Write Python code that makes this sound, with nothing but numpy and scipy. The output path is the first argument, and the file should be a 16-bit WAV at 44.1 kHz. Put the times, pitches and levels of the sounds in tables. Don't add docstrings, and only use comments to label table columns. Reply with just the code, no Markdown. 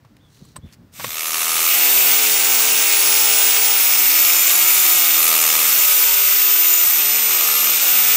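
import sys
import numpy as np
from scipy import signal
from scipy.fft import rfft, irfft, next_fast_len
from scipy.io import wavfile
from scipy.ndimage import uniform_filter1d

SR = 44100
rng = np.random.default_rng(int(sys.argv[2]) if len(sys.argv) > 2 else 0)


def dump_mix(stems):
    frames = np.atleast_2d(stems).T
    limited = np.clip(frames, -1, 1)
    pcm = np.round(limited * 32767).astype(np.int16)
    wavfile.write(sys.argv[1], SR, pcm)


def magnitude_from_level(level_db):
    exponent = np.asarray(level_db, float) / 20
    return 10 ** exponent


N = 359856
WHINE_PER_TURN = 174


def evened(x):
    return x / np.sqrt(np.mean(x ** 2) + 1e-20)


def curves(rows):
    s, *columns = np.transpose(rows)
    return [np.interp(np.arange(N) / SR, s, c) for c in columns]


def spells(rows, ramp_s):
    t = np.arange(0, N + 32, 32) / SR
    coarse = 0 * t
    for start, length, height in rows:
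        inside_s = np.minimum(t - start, start + length - t)
        coarse = coarse + height * np.clip(inside_s / ramp_s + 1, 0, 1)
    return np.interp(np.arange(N) / SR, t, coarse)


def drift(rate_hz, size=N):
    coarse = rng.standard_normal(N // 64 + 2)
    smooth = evened(signal.lfilter(*signal.butter(2, min(128 * rate_hz / SR, .9)), coarse))
    return np.interp(np.linspace(0, N / 64, size), np.arange(len(smooth)), smooth)


def colour(x, points):
    f, db = np.transpose(points)
    size = next_fast_len(N)
    hz = np.fft.rfftfreq(size, 1 / SR)
    gain = magnitude_from_level(np.interp(np.log(hz + 1), np.log(f + 1), db))
    return evened(irfft(rfft(x, size) * gain, size)[:N])


def ring(x, hz, width_hz):
    return evened(signal.lfilter(*signal.iirpeak(hz, hz / width_hz, SR), x))


def resonate(x, hz, width_hz):
    turn = np.exp(2j * np.pi * np.cumsum(hz * np.ones(len(x))) / SR)
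    r = np.exp(-np.pi * width_hz / SR)
    return 2 * (turn * signal.lfilter([1 - r], [1, -r], x * turn.conj())).real


def blows(turns, place, length, spread_db, jitter, round_by=1):
    draw = rng.standard_normal((int(turns[-1]) + 3, 2))
    late = turns - place + 1
    whole = late.astype(int)
    since = late % 1 - jitter * (2.09 + np.clip(draw[whole, 0], -1.5, 1.5))
    since = np.where(since < 0, since + 1, since) / length
    return magnitude_from_level(spread_db * draw[whole, 1]) * (since * np.exp(1 - since)) ** round_by


# (frequency [Hz], level per Hz [dB])
AIR_SPECTRUM = [(180, -21), (300, -14), (336, -30), (396, -21.5), (1570, -27), (2070, -29), (2520, -33),
                (4690, -34.5), (10600, -45), (15000, -40)]


def air():
    return magnitude_from_level(-58 - 2.5) * colour(rng.standard_normal(N), [(20, -30.0), *AIR_SPECTRUM])


# (time [s], length [s], level [dB])
GUSTS = [(.41, 0.019, 13.5), (.47, 0.045, 3), (.525, .01, -6), (.555, 0.038, 10), (.635, 0.034, 12),
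         (.79, 0.062, 9.5), (.895, .025, -3), (.99, 0.091, 10.5), (1.15, .3, -10), (1.5, .05, 2)]


def wind():
    lumps = ring(ring(ring(rng.standard_normal(N), 125.0, 150.0), 85., 200.0), 85., 330.0)
    return magnitude_from_level(-53 + spells(GUSTS, 0.0094) + 2. * drift(23.0)) * lumps


# (time [s], length [s], level [dB], frequency [Hz])
RUSTLES = [
    (0.345, 0.16, 17, 4200),
    (0.57, 0.014, 6, 4100),
    (.67, 0.068, 16, 2000),
    (0.25, 0.11, 3, 5900),
    (0.735, 0.005, 21, 4700),
]


def rustle():
    out = np.zeros(N)
    grit = (rng.standard_normal(N) * magnitude_from_level(1.8 * drift(150.)))[:SR]
    for start, length, db, hz in RUSTLES:
        folds = evened(resonate(grit, hz, 760.0) + 0.53 * resonate(grit, 1.4 * hz, 1000.) + 0.1 * grit)
        swell = spells([(start, length, 1)], 0.026 + 0.43 * length)[:SR] ** 2
        out[:SR] += magnitude_from_level(-76.5 + 1.5 + db) * swell * folds
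    return out


def outdoors():
    fade = np.clip((1.75 - np.arange(N) / SR) / 0.36, 0, 1)
    return (air() + wind() + rustle()) * fade


# (time [s], length [s], top frequency [Hz], level [dB])
CHIRPS = [
    (.185, .115, 3480, -70),
    (.605, .12, 3500, -69),
]


def bird():
    rise_s, scoop_hz, sag_hz_per_s = .02, 1200, 5500
    out = np.zeros(N)
    for s, length, top_hz, db in CHIRPS:
        t = np.arange(0, length, 1 / SR)
        hz = top_hz + 400 - scoop_hz * np.exp(-t / rise_s) - sag_hz_per_s * t
        fuzz = evened(resonate(resonate(rng.standard_normal(len(hz)), hz, 170.), hz, 330.))
        out[round(s * SR):][:len(t)] += magnitude_from_level(db + 7.0) * fuzz * signal.windows.tukey(len(hz), .5)
    return out


# (time [s], peak level [dB], ring frequency [Hz], dull part relative level [dB], length [s])
KNOCKS = [(0.047, -62, 950, 19, 0.02), (0.166, -34, 3000, -20, 0.0067), (0.37, -38, 3000, -20, 0.007),
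          (0.45, -34, 7890, -14, 0.011), (0.558, -29, 2380, -8, 0.01), (0.563, -18, 8050, -8.5, 0.013),
          (0.724, -36, 4600, -18, 0.014), (0.995, -24, 985, -9, 0.051), (1.043, -12, 1900, -1.5, 0.012),
          (1.342, -10, 3500, -8, .005), (1.354, -10, 2500, -11, .005), (1.413, -8, 3000, -11, 0.0049),
          (1.588, -11, 4500, -17, .005)]
# (frequency [Hz], level [dB], 60 dB decay [s])
HOUSING = [(545, -11, .05), (1110, 0, .035), (1850, -9, .02)]


def handling():
    out, t = np.zeros(N), np.arange(3000) / SR
    for s, db, hz, dull_db, length in KNOCKS:
        fall = np.minimum(t / 0.0033, 1) * magnitude_from_level(-25 * t / max(length, .002))
        noise = rng.standard_normal(len(t))
        width_hz = 160. if hz > 7000 else 0.65 * hz
        crack = 0.17 * ring(noise, 3600.0, 7000.) + 0.38 * ring(noise, hz, width_hz)
        thud = magnitude_from_level(dull_db) * (0.3 * ring(noise, 1100.0, 730.0) + 0.1 * ring(noise, 520.0, 430.0))
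        hollow = np.zeros(len(t))
        for f, mode_db, t60 in HOUSING:
            hollow += magnitude_from_level(mode_db - 60 * t / t60) * np.sin(2 * np.pi * f * rng.uniform(.94, 1.06) * t)
        hollow *= magnitude_from_level(dull_db - 4.5) * np.minimum(t / 0.0014, 1)
        out[round(s * SR):][:len(t)] += magnitude_from_level(db) * (fall * (crack + 1.5 * thud) + hollow)
    return out


# (time [s], hum relative level [dB])
GRIPS = [(0.9, -18.5), (1.72, -13.5), (3.0, -13), (3.76, -14.5), (5.18, -15), (5.72, -14.5), (6.12, -15),
         (6.9, -16), (7.4, -15), (7.8, -13.5)]
ORDERS_DB = [-25.5, -21, -13.5, -12, -7, -10, -9.5, -9.5, -6.5, -5.5, -6, -16, -17, -9, -1.5, -6, -7, -2.5]
FAVOURED = [(5, 9, 10, 13, 15, 16), (2, 3, 4, 5, 6, 8, 9, 10, 12), (3, 4, 5, 8, 9, 10, 13, 14),
            (3, 4, 9, 11, 14, 15), (3, 6, 10, 14, 15, 16), (6, 11, 15), (2, 5, 11, 14, 15, 17),
            (2, 3, 4, 5, 6, 10, 12, 13, 18), (3, 6, 10, 17, 18), (3, 6, 9, 10, 13, 15, 17)]
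MUFFLED = [(7, 8), (7, 16), (), (8,), (), (8, 10, 14, 16, 17), (4, 8, 10, 16), (17,), (7, 8, 9), (8,)]


def hum(turns, level_db):
    favour_db, muffle_db = 6, -8
    turns, t = turns[::4], np.arange(0, N, 4) / SR
    size = len(t)
    edges = [1] + [np.clip((t - row[0]) / 0.037, 0, 1) for row in GRIPS[1:]] + [0]
    held = [edges[g] - edges[g + 1] for g in range(len(GRIPS))]
    out = np.zeros(size)
    for k, db in enumerate(ORDERS_DB, 1):
        gain = 0
        for h, up, down in zip(held, FAVOURED, MUFFLED):
            gain = gain + h * magnitude_from_level(db + favour_db * (k in up) + muffle_db * (k in down))
        phase = 2 * np.pi * (k * turns + rng.random()) + 0.028 * k * drift(16.0, size=size)
        waver_db = 1.4 * drift(7., size=size) + 1.1 * drift(1., size=size)
        out += gain * magnitude_from_level(waver_db) * np.sin(phase)
    grip_gain = sum(h * magnitude_from_level(row[1]) for h, row in zip(held, GRIPS))
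    out *= grip_gain / np.sqrt(uniform_filter1d(out ** 2, size=SR // 8) + 1e-12)
    out += magnitude_from_level(-27.5) * np.sin(2 * np.pi * 7.58 * turns + 0.4 * drift(12.0, size=size))
    return magnitude_from_level(level_db - 1.5) * signal.resample_poly(out, 4, 1)[:N]


# (time [s], length [s], level [dB])
PIPE_SWELLS = [(2.2, 0.89, 4.5), (3.2, 0.33, 4), (4.2, 0.44, 8), (4.7, 0.35, 6.5), (5.15, 1, 4),
               (6.7, 0.1, 9)]
# (time [s], frequency [Hz])
PIPE_PITCH = [(1.9, 7180), (3.0, 6950), (3.7, 6800), (4.0, 7150), (5.0, 7050), (6.1, 7150), (6.7, 7000)]


def pipe_wall(rub):
    pipe_hz = curves(PIPE_PITCH)[0]
    pipe = evened(resonate(resonate(rub, pipe_hz, 220.0), pipe_hz, 400.))
    return magnitude_from_level(-27 + spells(PIPE_SWELLS, 0.067) - 5.5) * pipe


# (from time [s], to time [s], from frequency [Hz], to frequency [Hz], level [dB])
SQUEALS = [
    (.92, 1.8, 11800, 10600, -29),
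    (2.85, 4.0, 10500, 9500, -29),
    (3.15, 3.7, 7850, 7450, -31),
]
SQUEAL_SINK = [2.2, .6, .3]


def squeals(rub):
    out = np.zeros(N)
    for (start, stop, from_hz, to_hz, db), sink in zip(SQUEALS, SQUEAL_SINK):
        span = slice(round(start * SR), round(stop * SR))
        u = np.linspace(0, 1, span.stop - span.start)
        hz = from_hz + (to_hz - from_hz) * np.expm1(-sink * u) / np.expm1(-sink)
        squeal = evened(resonate(resonate(rub[span], hz, 260.), hz, 400.))
        out[span] += magnitude_from_level(db) * signal.windows.tukey(len(u), .4) * squeal
    return out


# (time [s], length [s], level [dB])
BLADE_SWELLS = [(1.3, 0.23, 5.5), (2.6, 0.22, 3), (3.0, 0.4, 7), (3.55, .3, 2), (4.65, 0.19, 4),
                (5.25, 0.32, 5.5), (5.75, 0.29, 3.5)]
# (time [s], frequency [Hz])
BLADE_PITCH = [(.9, 11800), (1.3, 11100), (1.7, 10600), (2.4, 10600), (2.55, 11050), (3.1, 10700),
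               (3.6, 10450), (4.6, 10500), (5.2, 10800), (6.0, 10700)]
# (time [s], length [s], share [0-1])
ONE_SIDED = [
    (2.6, 1.0, .8),
    (4.45, 0.18, 0.4),
    (5.1, 0.87, .9),
]


def blade(turns):
    damped = [(6.06, N / SR, -10)]
    level_db = -19 + spells(BLADE_SWELLS, 0.16) + spells(damped, 0.031)
    other = np.clip(.85 - spells(ONE_SIDED, 0.067), 0, 1)
    hz = curves(BLADE_PITCH)[0]
    taps = blows(turns, .22, .033, 1.8, .012) + other * blows(turns, .7, .06, 2.5, .015)
    scrape = (.1 + .2 * other + taps) * rng.standard_normal(N)
    ping = 2.2 * (1 - other) * taps * np.sin(2 * np.pi * np.cumsum(hz + 150 * drift(40.)) / SR) / 4
    singing = evened(resonate(resonate(scrape + ping, hz, 900.0), hz, 1000.0))
    return magnitude_from_level(level_db - 10.0) * singing


def rings(turns):
    rub = (.5 + blows(2 * turns, 0.07, 0.17, 3.9, 0.013)) * rng.standard_normal(N)
    return blade(turns) + pipe_wall(rub) + squeals(rub)


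def teeth(turns, lasts):
    patterns = rng.standard_normal((N // 1500, 530))
    place = (turns % 1 * 530).astype(int)
    age = turns / max(lasts, 3)
    angle = np.pi / 2 * (age % 1)
    old, new = patterns[age.astype(int), place], patterns[age.astype(int) + 1, place]
    return np.cos(angle) * old + np.sin(angle) * new


BODY_HZ = [1245, 2280, 2720, 3560, 4480, 5260, 5900, 6250, 8050, 8700, 12100]
# (width [Hz], level [dB])
BODY = [(98, -27), (410, 10.5), (450, 9), (425, 7.5), (160, 3), (298, 4.5), (300, 2), (250, -1), (500, 5.5),
        (300, -4.5), (800, 10)]
# (time [s], length [s], level [dB])
SWELLS = [(1.2, 0.54, 6), (5.22, 0.43, 7.5), (2.0, 3.6, -14), (1.7, 0.98, 1), (3.8, 1.1, 3.5),
          (1.7, 0.6014, 4), (3.5, 1.0, 0.5), (7.6, 0.63, 3), (2.8, .5, 1.5), (6.5, 1.806, -6),
          (3.05, 1.32, 5.5), (3.9, 0.5995, 4)]
SWELLING = [0, 0, 0, 1, 1, 2, 2, 2, 3, 4, 5, 7]


def body_modes(scrape):
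    out = np.zeros(N)
    for k, (hz, (width_hz, db)) in enumerate(zip(BODY_HZ, BODY)):
        swell_db = spells([row for mode, row in zip(SWELLING, SWELLS) if mode == k], 0.044)
        out += magnitude_from_level(db + swell_db + 1.0 * drift(1.0)) * ring(scrape, hz, width_hz)
    return out


# (frequency [Hz], width [Hz], level [dB])
CLACK = [(1235, 112, -1), (2200, 1600, -2), (4000, 100, -6), (6160, 960, 2), (490, 880, -8.5)]


def pipe_end(turns, slam):
    blow = blows(turns, .03, 0.016, 1., 0.01, round_by=2)
    strike = 0.63 * evened(np.diff(blow, prepend=0)) + 0.78 * evened(slam * rng.standard_normal(N))
    return sum(magnitude_from_level(db) * ring(strike, hz, width_hz) for hz, width_hz, db in CLACK)


# (place [turns], level [dB])
GEAR_BLOWS = [(.0, 12.5), (.24, 8.5), (.5, 12.5), (.76, 10)]
# (time [s], length [s], share of hard blows [0-1])
RATTLES = [(1.1, 0.25, 0.19), (1.1, 0.57, 0.46), (1.75, .3, 0), (3.85, 0.48, 0.03), (5.2, 0.42, 0.44)]
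# (time [s], length [s], share [-])
REBOUND = [
    (1.27, 0.37, 0.16),
    (1.75, 0.46, 0.38),
    (3.8, 1.1, 0.29),
]
# (frequency [Hz], level per Hz [dB])
GRIND = [(16, -85), (35, -85), (76, -25), (198, -25.5), (367, -13.5), (698, -12), (1260, -4.5),
         (1760, -7.5), (2590, -3.5), (4220, -4.5), (7000, -1), (9800, -3.5), (11400, -10.5), (15700, -3.5)]


def grinding(turns, level_db, clack_db, bright_db):
    hard = np.clip(0.11 + spells(RATTLES, 0.05), 0, 1)
    gears = sum(magnitude_from_level(db) * blows(turns, place, 0.031, 0.93, 0.032) for place, db in GEAR_BLOWS)
    slam = blows(turns, -.06, 0.19, 1.4, 0.01, round_by=2.5)
    slam = slam + spells(REBOUND, .05) * blows(turns, .45, .08, 3.5, .02)
    push = 0.99 * (1 - .75 * hard) + (1 - hard) * 0.34 * gears + hard * 1.83 * slam
    chips = magnitude_from_level(0.45 * np.minimum(rng.exponential(1, N), 5)) * (rng.random(N) < 2500 / SR)
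    chips = chips * rng.choice([-1, 1], N)
    rough = 0.93 * rng.standard_normal(N) + 0.59 * teeth(turns, lasts=7.) + 0.37 * evened(chips)
    scrape = push * rough * magnitude_from_level(0.5 * drift(36.0))
    scrape /= np.sqrt(uniform_filter1d(scrape ** 2, size=SR // 6))
    sound = colour(scrape + .5 * evened(body_modes(scrape)), GRIND)
    treble = signal.lfilter(*signal.butter(2, 5000 / SR * 2, "high"), sound)
    calm = (push / np.sqrt(uniform_filter1d(push ** 2, size=SR // 20))) ** -.42
    brighter = (magnitude_from_level(bright_db) * calm - 1) * treble
    clack = 1.0 * hard * magnitude_from_level(clack_db) * pipe_end(turns, slam)
    return magnitude_from_level(level_db + 1.08) * (sound + brighter + clack)


# (time [s], length [s], share [0-1])
BREAK = [
    (7.787, .022, 1),
]


def whine(turns, level_db):
    broken = spells(BREAK, .005)
    phase = 2 * np.pi * turns * WHINE_PER_TURN
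    phase = phase + (0.15 + 1.6 * broken) * drift(250.) + 1.4 * drift(10.3)
    angle = 2 * np.pi * turns
    wobble = .1 * np.cos(angle) + .15 * np.cos(2 * angle + .8) + .1 * np.cos(3 * angle)
    flutter_db = 0.9 * drift(31.0) + 0.7 * drift(90.) + .5 * drift(280.) - 5 * broken
    return np.sqrt(2) * magnitude_from_level(level_db + flutter_db) * (1 + wobble) * np.sin(phase + 0.65 * wobble)


# (time [s], whine frequency [Hz])
SPEED = [(0.93, 13610), (1.5, 14120), (1.9, 14650), (2.07, 14730), (2.88, 15440), (3.26, 15050),
         (3.77, 15010), (4.38, 14270), (4.83, 14660), (5.0, 14370), (5.58, 13740), (5.84, 14640),
         (6.83, 14530), (7.03, 13940), (7.23, 13990), (7.62, 13230), (7.9, 14650), (8.16, 14680)]
# (time [s], length [s], whine shift [Hz])
WHINE_SHIFTS = [(.93, 0.02, 50), (1.0, .02, -20), (1.085, .02, -140), (1.46, .03, -115), (1.7, .08, -30),
                (1.58, .14, -75), (1.8, .03, -15), (1.9, .2, -75), (2.2, .02, 60), (2.3, .2, 40), (2.6, .2, 25),
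                (3.2, .1, 25), (3.6, .1, 45), (4.0, .1, -45), (4.3, .1, -55), (4.4, .02, -40), (5.0, .01, -45),
                (5.12, .3, 45), (5.55, .17, -61), (5.96, .06, -60), (6.2, .1, 55), (6.9, .01, 40),
                (7.02, .06, -55), (7.42, .12, -100)]
# (frequency [Hz], level [dB])
SHELL = [(13250, -17), (13800, -17.5), (14200, -15.5), (14600, -14), (14900, -16), (15100, -17),
         (15400, -18)]
# (time [s], length [s], level [dB])
WHINE_SWELLS = [(.95, .17, 2), (1.3, 0.33, -3.5), (2.2, 0.23, -1.5), (3.6, 0.22, 1), (4.75, .12, -1),
                (5.28, .3, -1), (6.4, 0.54, 0.3), (7.74, 0.04, -1.5)]
# (time [s], grinding level [dB])
FEED = [(0.9, -16), (1.9, -17.5), (3.4, -17), (3.8, -18.5), (4.3, -18), (4.9, -17.5), (5.8, -18),
        (7.1, -19.5), (8.16, -18)]
# (time [s], length [s], level [dB])
SHALLOW = [
    (.9, 0.28, -1.5),
]
# (time [s], length [s], level [dB])
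CLACK_SWELLS = [
    (1.45, 0.37, 2),
    (5.25, 0.29, -0.5),
    (7.35, 0.31, 11),
]


def saw():
    whine_hz = uniform_filter1d(curves(SPEED)[0], size=round(.06 * SR))
    whine_hz = whine_hz + spells(WHINE_SHIFTS, .06) + 5 * drift(4.)
    whine_db = np.interp(whine_hz, *np.transpose(SHELL)) + spells(WHINE_SWELLS, 0.038)
    level_db, shallow_db = curves(FEED)[0], spells(SHALLOW, 0.16)
    clack_db, bright_db = -9 + shallow_db + spells(CLACK_SWELLS, 0.15), 1.5 + shallow_db
    fade_from_s, fade_to_s = .917, 1.86
    fade = np.clip((np.arange(N) / SR - fade_from_s) / (fade_to_s - fade_from_s), 0, 1)
    turns = np.cumsum(whine_hz) / SR / WHINE_PER_TURN + .58
    cut = hum(turns, level_db) + rings(turns) + grinding(turns, level_db, clack_db, bright_db)
    return fade ** 1.33 * whine(turns, whine_db) + fade * cut


def scene():
    return np.tile(outdoors() + bird() + handling() + saw(), (2, 1))


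def patchy_top(x):
    reach_hz, depth_db, shelf_hz, edge_hz = 900, 31., 15480, 15740
    hz, t, z = signal.stft(x, SR, nperseg=2048, noverlap=1536)
    row_hz = hz[:, None]
    power = abs(z) ** 2 + 1e-20
    top = power * (row_hz > 13000)
    peak_hz = hz[top.argmax(0)]
    smooth = uniform_filter1d(uniform_filter1d(power, size=13, axis=0), size=7, axis=1)
    under_db = 10 * np.log10(top.max(0) / smooth)
    patches = rng.standard_normal((t.size // 5 + 1, 129)).T
    patches = np.repeat(np.repeat(patches, 8, axis=0), 5, axis=1)[:hz.size, :t.size]
    above = (row_hz > peak_hz) & (row_hz < shelf_hz)
    limit_db = depth_db + np.where(row_hz < shelf_hz, 1.4, .3) * patches
    limit_db = limit_db - 4.5 * above + .5 * (row_hz < peak_hz) - .9 * (row_hz >= shelf_hz)
    keep = (under_db < limit_db) | (row_hz < peak_hz - reach_hz)
    keep &= row_hz < edge_hz
    return signal.istft(z * keep, SR, nperseg=2048, noverlap=1536)[1][:N]


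def band_limit(x):
    return signal.sosfilt(signal.butter(12, 16580, fs=SR, output="sos"), x)


def record(dry):
    cut = signal.lfilter(*signal.butter(5, 42 / SR * 2, "high"), dry[0])
    capsule = patchy_top(1.452 * np.tanh(cut / 1.498))
    return band_limit(np.tile(capsule, (2, 1)))


dry = scene()
out = record(dry)
dump_mix(out)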